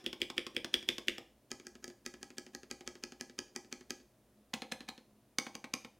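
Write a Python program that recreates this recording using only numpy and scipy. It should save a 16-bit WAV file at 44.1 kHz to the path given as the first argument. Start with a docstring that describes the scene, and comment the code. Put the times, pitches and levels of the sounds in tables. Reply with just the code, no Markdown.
"""One hand tries the big keys of a mechanical keyboard on a desk, in a small room, almost in mono.
At first the room still rings from an earlier tap. Then come seven taps on the space bar, fifteen on left
shift (with one stray knock), three on backspace (the last makes a spring sing) and three on enter.
In each tap the finger lands and the key's stem slides down and hits bottom: the keycap clacks and the
case thuds. The key then springs back against its top stop. A faint hum lies under it all."""
import sys
import numpy as np
from scipy import signal
from scipy.fft import rfft, irfft
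from scipy.io import wavfile

SR = 44100
rng = np.random.default_rng(int(sys.argv[2]) if len(sys.argv) > 2 else 0)


def transcribe(signal):
    """Save signal, clipped to [-1, 1], as a 16-bit WAV file at the path in sys.argv[1]."""
    frames = np.atleast_2d(signal).T
    limited = np.clip(frames, -1, 1)
    pcm = np.round(limited * 32767).astype(np.int16)
    wavfile.write(sys.argv[1], SR, pcm)


N = 264159
AGE = np.arange(int(.18 * SR)) / SR   # seconds since a blow
SPLIT_HZ = 3900   # a keycap's tones clack below this pitch and tick above it

# The tones of the space bar's cap and steadying wire, then of the case struck at the front.
# Ring time, or t60, is how long a sound takes to fade by 60 dB.
# (pitch [Hz], relative energy [dB], ring time [s])
SPACE_CAP = [(1430, -23, 0.0089), (1893, -8.5, 0.0092), (2388, -5, .014), (2707, -4.5, .014),
             (3030, 0.5, 0.0064), (3402, 3.5, 0.019), (3420, -16.5, .17), (3684, -19.5, .16),
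             (4380, -18.5, .006), (4990, -6.5, 0.011), (5550, -11, .007), (6760, -19, 0.0059),
             (7930, -25, 0.01457)]
CASE_FRONT = [(135, -12, 0.05), (217, -16, .2), (268.6, -0.5, 0.042), (361, -7.5, 0.029), (336, 2.5, 0.035),
              (483, -5, 0.051)]
# Taps on the space bar. Where the finger lands tilts the clack: a higher tilt weakens its low tones.
# (time [s], press level [dB], time held [s], release level [dB], tilt [dB per octave])
SPACE_TAPS = [(.0625, -35, .0668, -43.5, 4.5), (.2167, -30.5, 0.084, -44, 1.5),
              (.3795, -30, .0867, -44, -12), (.5652, -33, 0.08, -40.5, -2), (.7407, -26, .0864, -53, -1.5),
              (.8884, -26.5, 0.09365, -41.5, -2.5), (1.0827, -28, .099, -46, -9.5)]

def space_bar():
    """The long bar clacks loudest, and its tone changes with the place where the finger lands."""
    key = SPACE_TAPS, SPACE_CAP, CASE_FRONT
    down = presses(*key, thud_db=-9.5, thud_follows=.2, tick_db=-10.5, finger_db=-23, touch_db=-33.5,
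                   slide_db=-25, desk_db=-31.5, low_cut_hz=1200, travel_s=.014, case_lag_s=.0033,
                   swell_s=.0023, crack_db=-15, crack_t60=.009, snap_db=-4.5, rattle_db=-15.5)
    return down + releases(*key, thud_db=-2.7, tick_db=-5, case_lag_s=.00268, swell_s=.00057,
                           crack_db=0, crack_t60=.031, snap_db=-4.5)


# The tones of the shift keycap, then of the case struck on the left.
# (pitch [Hz], relative energy [dB], ring time [s])
SHIFT_CAP = [(810, -13, 0.038), (1282, -11.5, 0.043), (1672, -2, 0.035), (1940, -6.5, 0.042),
             (2396, -3.5, 0.017), (3150, -6, 0.013), (3750, -16, 0.014), (4510, 6, 0.013),
             (4940, 8, 0.0052), (6450, 2.5, 0.0092), (6500, -24, 0.02), (6810, 7, 0.0016),
             (10400, -14.5, 0.0036)]
CASE_LEFT = [(209.6, -20, 0.48), (249, -8, 0.2), (280, 2.5, 0.057), (363.2, -0.5, 0.1), (382, 4, 0.013),
             (511, -13.5, 0.077)]
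# Taps on left shift: (time [s], press level [dB], time held [s], release level [dB])
SHIFT_TAPS = [(1.5157, -45.5, 0.083, -58.5), (1.6685, -52, 0.085, -60), (1.8424, -50, .0581, -60.5),
              (2.0627, -46, 0.077, -55.5), (2.2297, -50.5, 0.074, -59), (2.3828, -47, .0823, -58.5),
              (2.5493, -49.5, 0.083, -58), (2.7123, -46, 0.096, -56.5), (2.8759, -46.5, 0.078, -58.5),
              (3.0375, -45.5, .0841, -55), (3.2102, -46.5, .0866, -59.5), (3.3895, -43, 0.092, -74),
              (3.5618, -45.5, 0.085, -66.5), (3.7263, -46.5, 0.083, -60.5), (3.9061, -43.5, 0.095, -70.5)]

def left_shift():
    """Light taps make the keycap tick brightly over the thud of the case."""
    key = SHIFT_TAPS, SHIFT_CAP, CASE_LEFT
    down = presses(*key, thud_db=0, thud_follows=1, tick_db=4, finger_db=-13, touch_db=-25,
                   slide_db=-12, desk_db=-23.5, low_cut_hz=400, travel_s=.0135, case_lag_s=.00035,
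                   swell_s=.0019, crack_db=-8.5, crack_t60=.014, snap_db=-12, rattle_db=-28.5)
    return down + releases(*key, thud_db=4.5, tick_db=-2, case_lag_s=.0011, swell_s=.0018,
                           crack_db=-1.5, crack_t60=.059, snap_db=-15)


# The tones of the backspace keycap, then of the case struck on the right (enter shares these).
# (pitch [Hz], relative energy [dB], ring time [s])
BACKSPACE_CAP = [(758, -5.5, 0.028), (1040, -10.5, 0.0074), (1715, -2, 0.03), (2150, -6, 0.0084),
                 (2522, -3, 0.027), (3290, -1, 0.0048), (4150, -0.5, 0.018), (4230, -13, 0.17),
                 (4970, -9, 0.0085), (6500, -9, 0.0055), (8700, -13, 0.0012), (11300, -16, 0.0037)]
CASE_RIGHT = [(221.4, -17, 0.22), (256, 5.5, 0.025), (353, -18, 0.18), (483, -5.5, 0.044),
              (506.7, -14, 0.15), (766, -14.5, 0.056)]
# Taps on backspace: (time [s], press level [dB], time held [s], release level [dB])
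BACKSPACE_TAPS = [(4.5378, -38, 0.0821, -46), (4.7207, -40, .0853, -52.5), (4.8881, -45.5, .0905, -60)]

def backspace():
    """Each tap is softer than the last; the stem rubs and loose parts rattle."""
    key = BACKSPACE_TAPS, BACKSPACE_CAP, CASE_RIGHT
    down = presses(*key, thud_db=-3, thud_follows=.92, tick_db=-2.1, finger_db=-23, touch_db=-29,
                   slide_db=-7, desk_db=-36, low_cut_hz=440, travel_s=.0062, case_lag_s=.0005,
                   swell_s=.0024, crack_db=-2, crack_t60=.021, snap_db=-5, rattle_db=-10)
    return down + releases(*key, thud_db=2.5, tick_db=-2, case_lag_s=.00092, swell_s=.0043,
                           crack_db=-3, crack_t60=.11, snap_db=-16)


# The tones of the enter keycap: (pitch [Hz], relative energy [dB], ring time [s])
ENTER_CAP = [(777, -16.5, 0.098), (867, -17, 0.03), (1090, -8, 0.02), (1630, -9, 0.012),
             (2323, -1.5, 0.021), (2920, -9.5, 0.0069), (3700, -15.5, 0.0084), (4820, 3, 0.0049),
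             (5640, -2.5, 0.0074), (6290, 2.5, 0.0048), (9400, -16.5, .005)]
# Taps on enter: (time [s], press level [dB], time held [s], release level [dB])
ENTER_TAPS = [(5.3854, -33.5, 0.081, -45.5), (5.5526, -48.5, 0.089, -46), (5.7383, -37.5, .1088, -50)]

def enter():
    """The key hits bottom with a sharp tick and comes back up with a duller clack."""
    key = ENTER_TAPS, ENTER_CAP, CASE_RIGHT
    down = presses(*key, thud_db=-3.5, thud_follows=.67, tick_db=2.5, finger_db=-24, touch_db=-30,
                   slide_db=-13.5, desk_db=-36, low_cut_hz=800, travel_s=.0046, case_lag_s=.00068,
                   swell_s=.00095, crack_db=-6, crack_t60=.021, snap_db=-9, rattle_db=-25.5)
    return down + releases(*key, thud_db=-2, tick_db=-14.5, case_lag_s=.0014, swell_s=.002,
                           crack_db=3, crack_t60=.04, snap_db=9)


def presses(taps, cap, case, thud_db, thud_follows, tick_db, finger_db, touch_db, slide_db, desk_db,
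            low_cut_hz, travel_s, case_lag_s, swell_s, crack_db, crack_t60, snap_db, rattle_db):
    """The finger lands with a soft thud, equally loud on every tap of a key;
    the scuff, slide and bottom hit grow with the tap's level."""
    out, usual_db = np.zeros(N), np.mean([tap[1] for tap in taps])
    for s, db, _, _, *place_tilt in taps:
        force_db = db - usual_db   # how much harder than usual this press is
        tilt = .5 * force_db + sum(place_tilt)   # dB per octave: harder is brighter
        struck = [(hz, tone_db + tilt * np.log2(min(hz / SPLIT_HZ, 1)), t60) for hz, tone_db, t60 in cap]
        lead_s = travel_s * from_db(-.78 * force_db)   # harder is also quicker
        push_db = usual_db + thud_follows * force_db   # the case feels its share of the extra force
        # on the way down
        add(out, s - lead_s, thud(case, usual_db + finger_db, soft_hz=383, swell_s=.006))
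        add(out, s - lead_s, touch(push_db + touch_db, t60=.025, swell_s=.002))
        add(out, s - lead_s, from_db(push_db + slide_db) * slide(cap, lead_s, tick_db - 10.5))
        # at the bottom
        hit = contact(struck, db, db + tick_db, crack_db, crack_t60, snap_db)
        add(out, s, cut(hit, low_cut_hz, "high"))
        add(out, s, from_db(rattle_db) * rattle(db, db + tick_db, t60=.092))
        add(out, s + case_lag_s, thud(case, push_db + thud_db, soft_hz=920, swell_s=swell_s))
        add(out, s, desk_sway(push_db + desk_db, top_hz=55, t60=.3))
    return out


def releases(taps, cap, case, thud_db, tick_db, case_lag_s, swell_s, crack_db, crack_t60, snap_db):
    """The spring throws the stem against its top stop: a looser, more rattly hit."""
    out, usual_db = np.zeros(N), np.median([tap[3] for tap in taps])
    for s, _, held_s, db, *_ in taps:
        push_db = usual_db + .76 * (db - usual_db)   # a gentle release loses more clack than thud
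        add(out, s + held_s, contact(cap, db, db + tick_db, crack_db, crack_t60, snap_db))
        add(out, s + held_s + case_lag_s, thud(case, push_db + thud_db, soft_hz=711, swell_s=swell_s))
    return out


def contact(cap, clack_db, tick_db, crack_db, crack_t60, snap_db):
    """Plastic hits plastic: low keycap tones clack over a noisy crack, high ones tick over a snap."""
    low_tones = ring([tone for tone in cap if tone[0] < SPLIT_HZ], spread_db=1.8, detune=.018)
    high_tones = ring([tone for tone in cap if tone[0] >= SPLIT_HZ], spread_db=1.6, detune=.02)
    low_noise = cut(crack(736, 5800, crack_t60), SPLIT_HZ, "low")
    high_noise = crack(3200, 4400, .87 * crack_t60)
    clack = unit_blow(low_tones, .009) + from_db(crack_db) * unit_blow(low_noise, .009)
    tick = unit_blow(high_tones, .009) + from_db(snap_db) * unit_blow(high_noise, .013)
    clack = from_db(clack_db) * unit_blow(cut(clack, 430, "high"), .0057)
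    tick = from_db(tick_db) * unit_blow(cut(tick, 2300, "high"), .009)
    return clack + tick


def ring(tones, spread_db, detune):
    """A struck part rings with fading sine waves; each blow shares its energy a little differently."""
    hz, db, t60 = np.transpose(tones)[:, :, None]
    strength, shift = rng.standard_normal((2, len(hz), 1))
    # the finger detunes the tones that it muffles; the long ones keep closer to their pitch
    hz = hz * (1 + detune * shift * np.minimum(1, .02 / t60))
    # low tones move as one piece; neighbouring higher ones swing against each other
    sign = np.where(hz < 750, 1, (-1) ** np.arange(len(hz))[:, None])
    height = sign * from_db(db + spread_db * strength) / np.sqrt(t60)
    return np.sum(height * fade(t60) * np.sin(2 * np.pi * hz * AGE), axis=0)


def crack(low_hz, high_hz, t60):
    """Many tiny, short tones in the switch and its plate blur into a burst of noise."""
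    burst = rng.standard_normal(len(AGE)) * fade(t60)
    return cut(cut(burst, low_hz, "high", order=3), high_hz, "low", order=1)


def thud(case, thud_db, soft_hz, swell_s):
    """The case takes a moment to start rocking on its feet; a soft hit leaves out the upper tones."""
    body = ring(case, spread_db=1.6, detune=.05) * (1 - np.exp(-AGE / swell_s))
    body = cut(body, soft_hz, "low")
    body = cut(body, 155, "high", order=1)   # a small case gives off little bass
    return from_db(thud_db) * unit_blow(body, .022)


def slide(cap, travel_s, tick_db):
    """The stem rubs in its housing, louder as it speeds up, and stirs the keycap."""
    speed = np.linspace(.5, 1, int(max(travel_s, .002) * SR))
    keycap = contact(cap, 0, tick_db, crack_db=-4, crack_t60=.006, snap_db=-10)
    rubbing = speed * rng.standard_normal(len(speed))
    return unit_blow(signal.fftconvolve(rubbing, keycap), travel_s)


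def rattle(clack_db, tick_db, t60):
    """Shaken by the blow, the loose parts of the other switches buzz briefly."""
    clicks = rng.standard_normal(len(AGE)) * (rng.random(len(AGE)) < 6000 / SR)   # about 6000 a second
    chatter = clicks * fade(t60)
    low = unit_blow(cut(chatter, [1600, 4300], "band"), .05)
    high = unit_blow(cut(chatter, [4200, 8500], "band"), .057)
    return from_db(clack_db + 2.5) * low + from_db(tick_db) * high


def touch(touch_db, t60, swell_s):
    """The fingertip scuffs the keycap and takes up its slack: a faint, bright tick."""
    scuff = crack(2400, 6500, t60) * (1 - np.exp(-AGE / swell_s))
    return from_db(touch_db) * unit_blow(scuff, .01)


def desk_sway(db, top_hz, t60):
    """The desk top sways under a blow with a short, deep rumble."""
    rumble = cut(rng.standard_normal(len(AGE)), top_hz, "low")
    return from_db(db) * fade(t60) * rms_one(cut(rumble, top_hz / 2, "high"))


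# A finger knocks the shift key without pressing it all the way: (time [s], level [dB])
KNOCKS = [(1.879, -48.5)]

def stray_knock(clack_db, tick_db):
    """A stray knock is mostly thud, with a light tick of the keycap."""
    out = np.zeros(N)
    for s, db in KNOCKS:
        add(out, s, thud(CASE_LEFT, db, soft_hz=690, swell_s=.0027))
        add(out, s, contact(SHIFT_CAP, db + clack_db, db + tick_db, crack_db=0, crack_t60=.04, snap_db=-9))
    return out


# A spring sings after a blow: (time [s], pitch [Hz], level [dB], ring time [s])
PINGS = [(4.887, 4086, -45.5, 0.069)]

def spring_ping():
    """A steel spring rings on with seven close tones that beat against each other."""
    out = np.zeros(N)
    for s, hz, db, t60 in PINGS:
        offsets = np.linspace(-1, 1, 7) + rng.normal(0, .1, 7)
        tones = [(hz * (1 + .061 * offset), 0, t60) for offset in offsets]   # about 6 % either way
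        add(out, s, from_db(db) * unit_blow(ring(tones, spread_db=2, detune=0), .018))
    return out


# How long the room rings: (pitch [Hz], ring time [s])
ROOM_RING_TIMES = [(150, 0.17), (400, 0.41), (1000, 0.25), (3000, 0.38), (7000, 0.36), (15000, 0.42)]
# How loud it rings next to the direct sound: (pitch [Hz], level [dB])
ROOM_LEVELS = [(150, -6.5), (400, -6), (750, 1), (1100, -6.5), (3000, -11), (7000, -10), (15000, -11)]

def room(x, echo_s=.013, echo_db=-18, build_s=.0025):
    """The nearest wall gives one echo, and a wash of echoes dies away band by band."""
    age, edges = np.arange(SR // 2) / SR, np.geomspace(80, 18000, 14)
    noise, tail = rng.standard_normal((2, len(age))), 0
    build_up = 1 - np.exp(-age / build_s)
    for k, (low, high) in enumerate(zip(edges, edges[1:])):
        hz = np.sqrt(low * high)
        band = cut(noise[k % 2], [low, high], "band") * fade(at_hz(ROOM_RING_TIMES, hz), age) * build_up
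        band *= np.sqrt(2 * (high - low) / SR / np.sum(band ** 2))   # as strong as the direct sound
        tail = tail + from_db(at_hz(ROOM_LEVELS, hz)) * band
    tail[round(echo_s * SR)] += from_db(echo_db)
    return signal.fftconvolve(x, tail)[:N]


# Low tones of desk and room, next to the direct sound: (pitch [Hz], level [dB], ring time [s])
ROOM_TONES = [(219.3, -7.5, .3), (348, -10, 0.11), (516.6, -5.5, .14), (835, -9.5, 0.092)]

def room_tones(x):
    """A few low tones of the desk and the room hum on after each blow."""
    out = np.zeros(N)
    for hz, db, t60 in ROOM_TONES:
        kept = from_db(-60 / (t60 * SR))   # share of the swing left after one sample
        gain = (1 - kept ** 2) / 2
        feedback = [1, -2 * kept * np.cos(2 * np.pi * hz / SR), kept ** 2]
        out += from_db(db) * signal.lfilter([gain, 0, -gain], feedback, x + 1e-18)
    return out


def lingering(clack_db, thud_db, ago_s):
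    """At the start the room still rings from an earlier tap on the space bar."""
    tap = np.zeros(N)
    add(tap, 0, contact(SPACE_CAP, clack_db, clack_db - 7, crack_db=6, crack_t60=.02, snap_db=-5))
    add(tap, 0, thud(CASE_FRONT, thud_db, soft_hz=880, swell_s=.0034))
    gone = round(ago_s * SR)
    return np.pad(room(tap)[gone:], (0, gone))


# The soft noise of still air: (pitch [Hz], relative level [dB])
AIR = [(15, -42.5), (25, -20), (64, -5.5), (82, -20.5), (114, -2), (170, -12.5), (212, -9), (242, -4),
       (545, -12.5), (591, -8.5), (641, -11), (887, -19), (988, -18), (1400, -23.5), (8700, -32),
       (9700, -27), (10700, -31), (16000, -34)]
# The tones of the hum: (pitch [Hz], level [dB])
HUM = [(59, -79.5), (119, -92.5), (210, -75), (352, -86.5)]

def background():
    """Still air with a wavering hum, and a trace of rumble and hiss that differs between the ears."""
    air_shape = from_db(at_hz(AIR, np.arange(N // 2 + 1) * SR / N))
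    air = from_db(-70.5) * rms_one(irfft(rfft(rng.standard_normal(N)) * air_shape, N))
    hum = sum(from_db(db) * rms_one(cut(rng.standard_normal(N), [hz - 4, hz + 4], "band"))
              for hz, db in HUM)
    rumble = from_db(-87) * rms_one(cut(rng.standard_normal((2, N)), 110, "low", order=1))
    hiss = from_db(-82) * rms_one(cut(rng.standard_normal((2, N)), 4000, "high", order=1))
    return air + hum + rumble + hiss


def from_db(db):
    """Turn decibels into a number to multiply by."""
    return 10 ** (np.asarray(db) / 20)


def fade(t60, age=AGE):
    """A fade that drops by 60 dB every t60 seconds."""
    return from_db(-60 * age / t60)


def rms_one(x):
    """Scale a sound so that its average strength (rms) is 1."""
    return x / np.sqrt(np.mean(x ** 2) + 1e-20)


def unit_blow(x, length_s):
    """Scale a blow so that its first length_s seconds hold the energy of 10 ms at rms 1."""
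    return x / np.sqrt(np.sum(x[:int(length_s * SR)] ** 2) / (.01 * SR) + 1e-20)


def at_hz(points, hz):
    """Read between the rows of a table, with pitch counted in octaves."""
    pitches, values = np.transpose(points)
    return np.interp(np.log(np.maximum(hz, 1)), np.log(pitches), values)


def cut(x, hz, keep, order=2):
    """Filter a sound, keeping its "low" part, its "high" part or a "band"."""
    sections = signal.butter(order, np.clip(hz, 10, .45 * SR), keep, fs=SR, output="sos")
    return signal.sosfilt(sections, x)


def add(track, s, sound):
    """Mix a sound in at time s."""
    start = max(0, round(s * SR))
    track[start:start + len(sound)] += sound[:N - start]


def scene():
    """Four keys in turn, on the same desk in the same room."""
    keys = space_bar() + left_shift() + backspace() + enter()
    keys += stray_knock(clack_db=-11.5, tick_db=-5) + spring_ping()
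    echoes = room(keys) + room_tones(keys) + lingering(clack_db=-27.5, thud_db=-31, ago_s=.13)
    return keys + echoes + background()


def record(dry):
    """The treble above 16000 Hz is cut steeply."""
    return signal.sosfilt(signal.ellip(10, .1, 80, 16000, fs=SR, output="sos"), dry)


dry = scene()
out = record(dry)
transcribe(out)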